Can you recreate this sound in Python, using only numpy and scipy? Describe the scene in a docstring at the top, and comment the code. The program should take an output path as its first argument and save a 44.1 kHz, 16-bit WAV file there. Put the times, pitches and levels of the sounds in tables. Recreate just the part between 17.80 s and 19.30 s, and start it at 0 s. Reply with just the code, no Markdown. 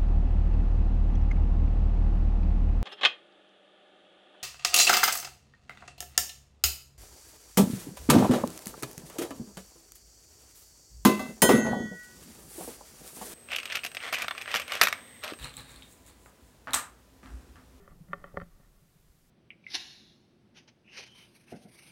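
"""Hollow knocks and soft thumps ring in one small body, most likely a hand-held camera's case and grip,
as it is carried over a lawn close to two tortoises. Each knock excites the damped modes of the case;
between knocks, faint friction of the grip drives the same modes. A soft squeak fades at the start.
Beneath lie the buffeting of the moving microphone, a low outdoor rumble and a steady hiss."""
import sys
import numpy as np
from scipy import signal
from scipy.fft import rfft, irfft
from scipy.io import wavfile

SR = 44100
rng = np.random.default_rng(int(sys.argv[2]) if len(sys.argv) > 2 else 0)


def to_wav(s):
    """Save 16-bit WAV."""
    ch = np.atleast_2d(s).T  # columns
    pcm = np.round(np.clip(ch, -1, 1) * 32767)  # PCM
    wavfile.write(sys.argv[1], SR, pcm.astype(np.int16))


N = 66150
TIME = np.arange(N) / SR


def knocks():
    """Impact excitation: a click with grit and a faint tail drives the case; soft contact cuts treble."""
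    # blows: start_s, level_db, contact_hz, damping_db, bass_db, hollow_db, clack_db, edge_db
    hits = [(.0770, -41, 1410, 3, -4, -6.5, -1, 2), (.1160, -58.5, 900, 3.5, 7, 5.5, -5, 0),
            (0.285, -64, 4000, -4, -2, 4, 3, 0), (0.3317, -25, 2010, -0.5, -5, -7, 0.5, -9),
            (0.3367, -36, 2580, 2.5, -11, -9, -2.5, -3), (0.4408, -38, 2000, 0, -8.5, 0.5, -1, 4),
            (0.5411, -45.5, 696, 1, 4, 9.5, 0, -2), (.5560, -53, 900, 1.5, 10, 7.5, -4, 0),
            (0.5667, -45.5, 1600, -1, -2, -11, -1, 0), (0.5709, -28, 1750, 1.5, 6.5, 5, 4, 6.5),
            (.6000, -39.5, 1990, -1, -10, -15, 1.5, 4), (0.6127, -42, 1620, -2, 6, -2, 3, 5),
            (.6165, -35.5, 1450, 1.5, 0.5, -2, 1, 9), (.7980, -56.5, 700, 3, 3, 5, 3, 0)]
    out = np.zeros(N)
    for start_s, level_db, contact_hz, damping_db, *weights_db in hits:
        grit = from_db(-11) * dying_noise(start_s, t60_s=0.016)
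        after_ring = from_db(-24) * dying_noise(start_s, t60_s=0.18)
        force = grit + after_ring
        force[int(start_s * SR)] += 1
        force = signal.sosfilt(signal.butter(2, contact_hz, fs=SR, output="sos"), force)
        out += from_db(level_db) * case(force, damping_db, *weights_db)
    return out


def case(drive, damping_db=0, bass_db=0, hollow_db=0, clack_db=0, edge_db=0):
    """Modal superposition: the point of impact weights each family of modes; the hand sets the damping."""
    # modes of the case: pitch_hz, level_db, t60_s
    modes = [(173.7, -11.5, 0.16), (304, -16.5, 0.06), (403.2, -14.5, 0.12), (563.5, -5, 0.063),
             (746.5, -15, 0.071), (870, -14, 0.03), (1157, -1, 0.032), (1387, -0.5, 0.021),
             (1796, -4, 0.03), (2021, -3, 0.014), (2556, -15, 0.025), (3107, -13, 0.026),
             (3670, -18, 0.019), (4455, -15.5, 0.015), (5540, -23.5, 0.012)]
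    out = np.zeros(N)
    for k, (hz, level_db, t60_s) in enumerate(modes):
        families = [hz < 300, 300 <= hz < 1000, 1600 < hz < 2250, hz > 3950]
        weight_db = np.select(families, [bass_db, hollow_db, clack_db, edge_db])
        mode = ring(drive, hz, t60_s / from_db(damping_db))
        out += (-1) ** k * from_db(level_db + weight_db) * mode   # neighbours move in opposite directions
    low_cut_hz = 72   # the small case radiates little below this
    return signal.sosfilt(signal.butter(2, low_cut_hz, "high", fs=SR, output="sos"), out)


def ring(drive, hz, t60_s):
    """Damped resonator: a unit impulse starts a decaying sine of amplitude 1."""
    radius = from_db(-60 / (t60_s * SR))
    angle = 2 * np.pi * hz / SR
    return signal.lfilter([0, np.sin(angle)], [1, -2 * radius * np.cos(angle), radius ** 2], drive + 1e-18)


def thumps():
    """Gradual excitation: pushed gently, the lowest mode swells and fades."""
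    # swelling tones: start_s, length_s, level_db, pitch_hz
    swells = [(.108, 0.041, -53.5, 168.4), (0.199, .036, -42, 167.7), (.284, 0.051, -43.5, 176.3),
              (.618, 0.025, -46.5, 184.5), (.645, 0.06, -60.5, 171), (0.792, 0.023, -56, 162),
              (1.012, 0.034, -55.5, 157.6), (1.145, .035, -56.5, 163.3)]
    out = np.zeros(N)
    for start_s, length_s, level_db, pitch_hz in swells:
        age = TIME - start_s
        envelope = np.sin(np.pi * np.clip(age / length_s, 0, 1)) ** 2
        out += from_db(level_db) * envelope * np.sin(2 * np.pi * pitch_hz * age)
    return out


def bumps():
    """Soft contact: a smooth pulse, with a shallow rebound on either side, holds only low frequencies."""
    # pushes of the hand on the grip: centre_s, width_s, level_db
    pushes = [(.1175, 0.0058, -52), (0.544, 0.0031, -44.5), (0.578, 0.0047, -37.5), (0.6234, 0.0031, -38),
              (0.746, 0.015, -50.5), (1.303, 0.0049, -55)]
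    out = np.zeros(N)
    for centre_s, width_s, level_db in pushes:
        offset_squared = ((TIME - centre_s) / width_s) ** 2
        out -= from_db(level_db) * (1 - 2 * offset_squared) * np.exp(-offset_squared)
    return out


def rubbing(slips_per_s=2700, spread_db=4):
    """Stick-slip friction: dense tiny slips of the grip excite the modes of the case."""
    # course of the rubbing: time_s, level_db
    envelope = [(0, -67.5), (.10, -66), (.17, -77.5), (.26, -85), (.31, -63), (.39, -60), (.425, -62.5),
                (.48, -56.5), (.52, -67.5), (.63, -59.5), (.67, -73), (.80, -76), (.85, -68), (.90, -85),
                (.97, -76), (1.1, -85), (1.5, -89)]
    # spectrum of the friction force: frequency_hz, level_db
    spectrum = [(100, -15), (170, 0), (400, -14.5), (700, 1.5), (1200, -3.5), (2000, -3), (3000, -9),
                (5000, -14)]
    sizes = rng.standard_normal(N) * from_db(spread_db * rng.standard_normal(N))
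    slips = sizes * (rng.random(N) < slips_per_s / SR)
    return level(envelope) * rms_one(case(colour(slips, spectrum)))


def squeak(pitch_hz=400.3, level_db=-53, t60_s=0.28):
    """Free decay: a soft squeak of the grip dies away exponentially at the start."""
    return from_db(level_db - 60 * TIME / t60_s) * np.sin(2 * np.pi * pitch_hz * TIME)


def buffeting():
    """Pressure fluctuation: the moving microphone is buffeted, mostly in the deepest bass."""
    # course of the buffeting: time_s, level_db
    envelope = [(0, -62.5), (.15, -59), (.28, -64.5), (.39, -58), (.5, -58), (.62, -59), (.75, -65),
                (.9, -61.5), (1.1, -70), (1.5, -74.5)]
    # its spectral density: frequency_hz, level_db
    spectrum = [(8, -3.5), (20, -0.5), (36, 2.5), (55, -14.5), (100, -18.5), (200, -35.5), (1000, -70)]
    return level(envelope) * colour(rng.standard_normal(N), spectrum)


def rumble():
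    """Amplitude-modulated noise: a low outdoor rumble rises a little, then recedes."""
    # course of the rumble: time_s, level_db
    envelope = [(0, -62), (.25, -59.5), (.4, -58), (.62, -61.5), (.72, -65), (.9, -65.5), (1.1, -67.5),
                (1.32, -66.5), (1.5, -68)]
    # its spectral density: frequency_hz, level_db
    spectrum = [(20, -0.5), (60, -1.5), (110, -2.5), (170, 0), (230, -7.5), (350, -10), (450, -13.5),
                (700, -18.5), (1500, -29.5), (4000, -48)]
    return level(envelope) * colour(rng.standard_normal(N), spectrum)


def hiss(level_db=-71):
    """Stationary broadband noise: a nearly flat spectrum is heard as steady hiss."""
    # spectral density of the hiss: frequency_hz, level_db
    spectrum = [(50, 2), (500, 1), (1200, 2), (3000, -.5), (8000, -1.5), (14000, -1.5), (16000, -6)]
    return from_db(level_db) * colour(rng.standard_normal(N), spectrum)


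def dying_noise(start_s, t60_s):
    """Exponential decay of a noise burst with a sudden onset; unit energy."""
    age = TIME - start_s
    burst = rng.standard_normal(N) * (age >= 0) * from_db(-60 * np.maximum(age, 0) / t60_s)
    return burst / np.sqrt(np.sum(burst ** 2))


def colour(noise, spectrum):
    """Spectral shaping through (frequency_hz, level_db) points; unit rms."""
    hz, db = np.transpose(spectrum)
    bins_hz = np.maximum(np.arange(N // 2 + 1) * SR / N, 1)
    gain = from_db(np.interp(np.log(bins_hz), np.log(hz), db))
    return rms_one(irfft(rfft(noise) * gain, N))


def level(points):
    """Amplitude envelope through (time_s, level_db) points."""
    return from_db(np.interp(TIME, *np.transpose(points)))


def from_db(db):
    """Decibels to amplitude ratio."""
    return 10 ** (np.asarray(db) / 20)


def rms_one(x):
    """Normalisation to unit rms."""
    return x / np.sqrt(np.mean(x ** 2) + 1e-20)


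def scene():
    """Superposition: handling sounds and background add in one channel."""
    background = rumble() + hiss() + buffeting()
    return (rubbing() + knocks() + thumps() + bumps() + squeak() + background)[None]


def record(dry, cutoff_hz=15800):
    """Band limiting: a steep low-pass filter removes the highest treble."""
    return signal.sosfilt(signal.ellip(12, .1, 70, cutoff_hz, fs=SR, output="sos"), dry)


dry = scene()
out = record(dry)
to_wav(out)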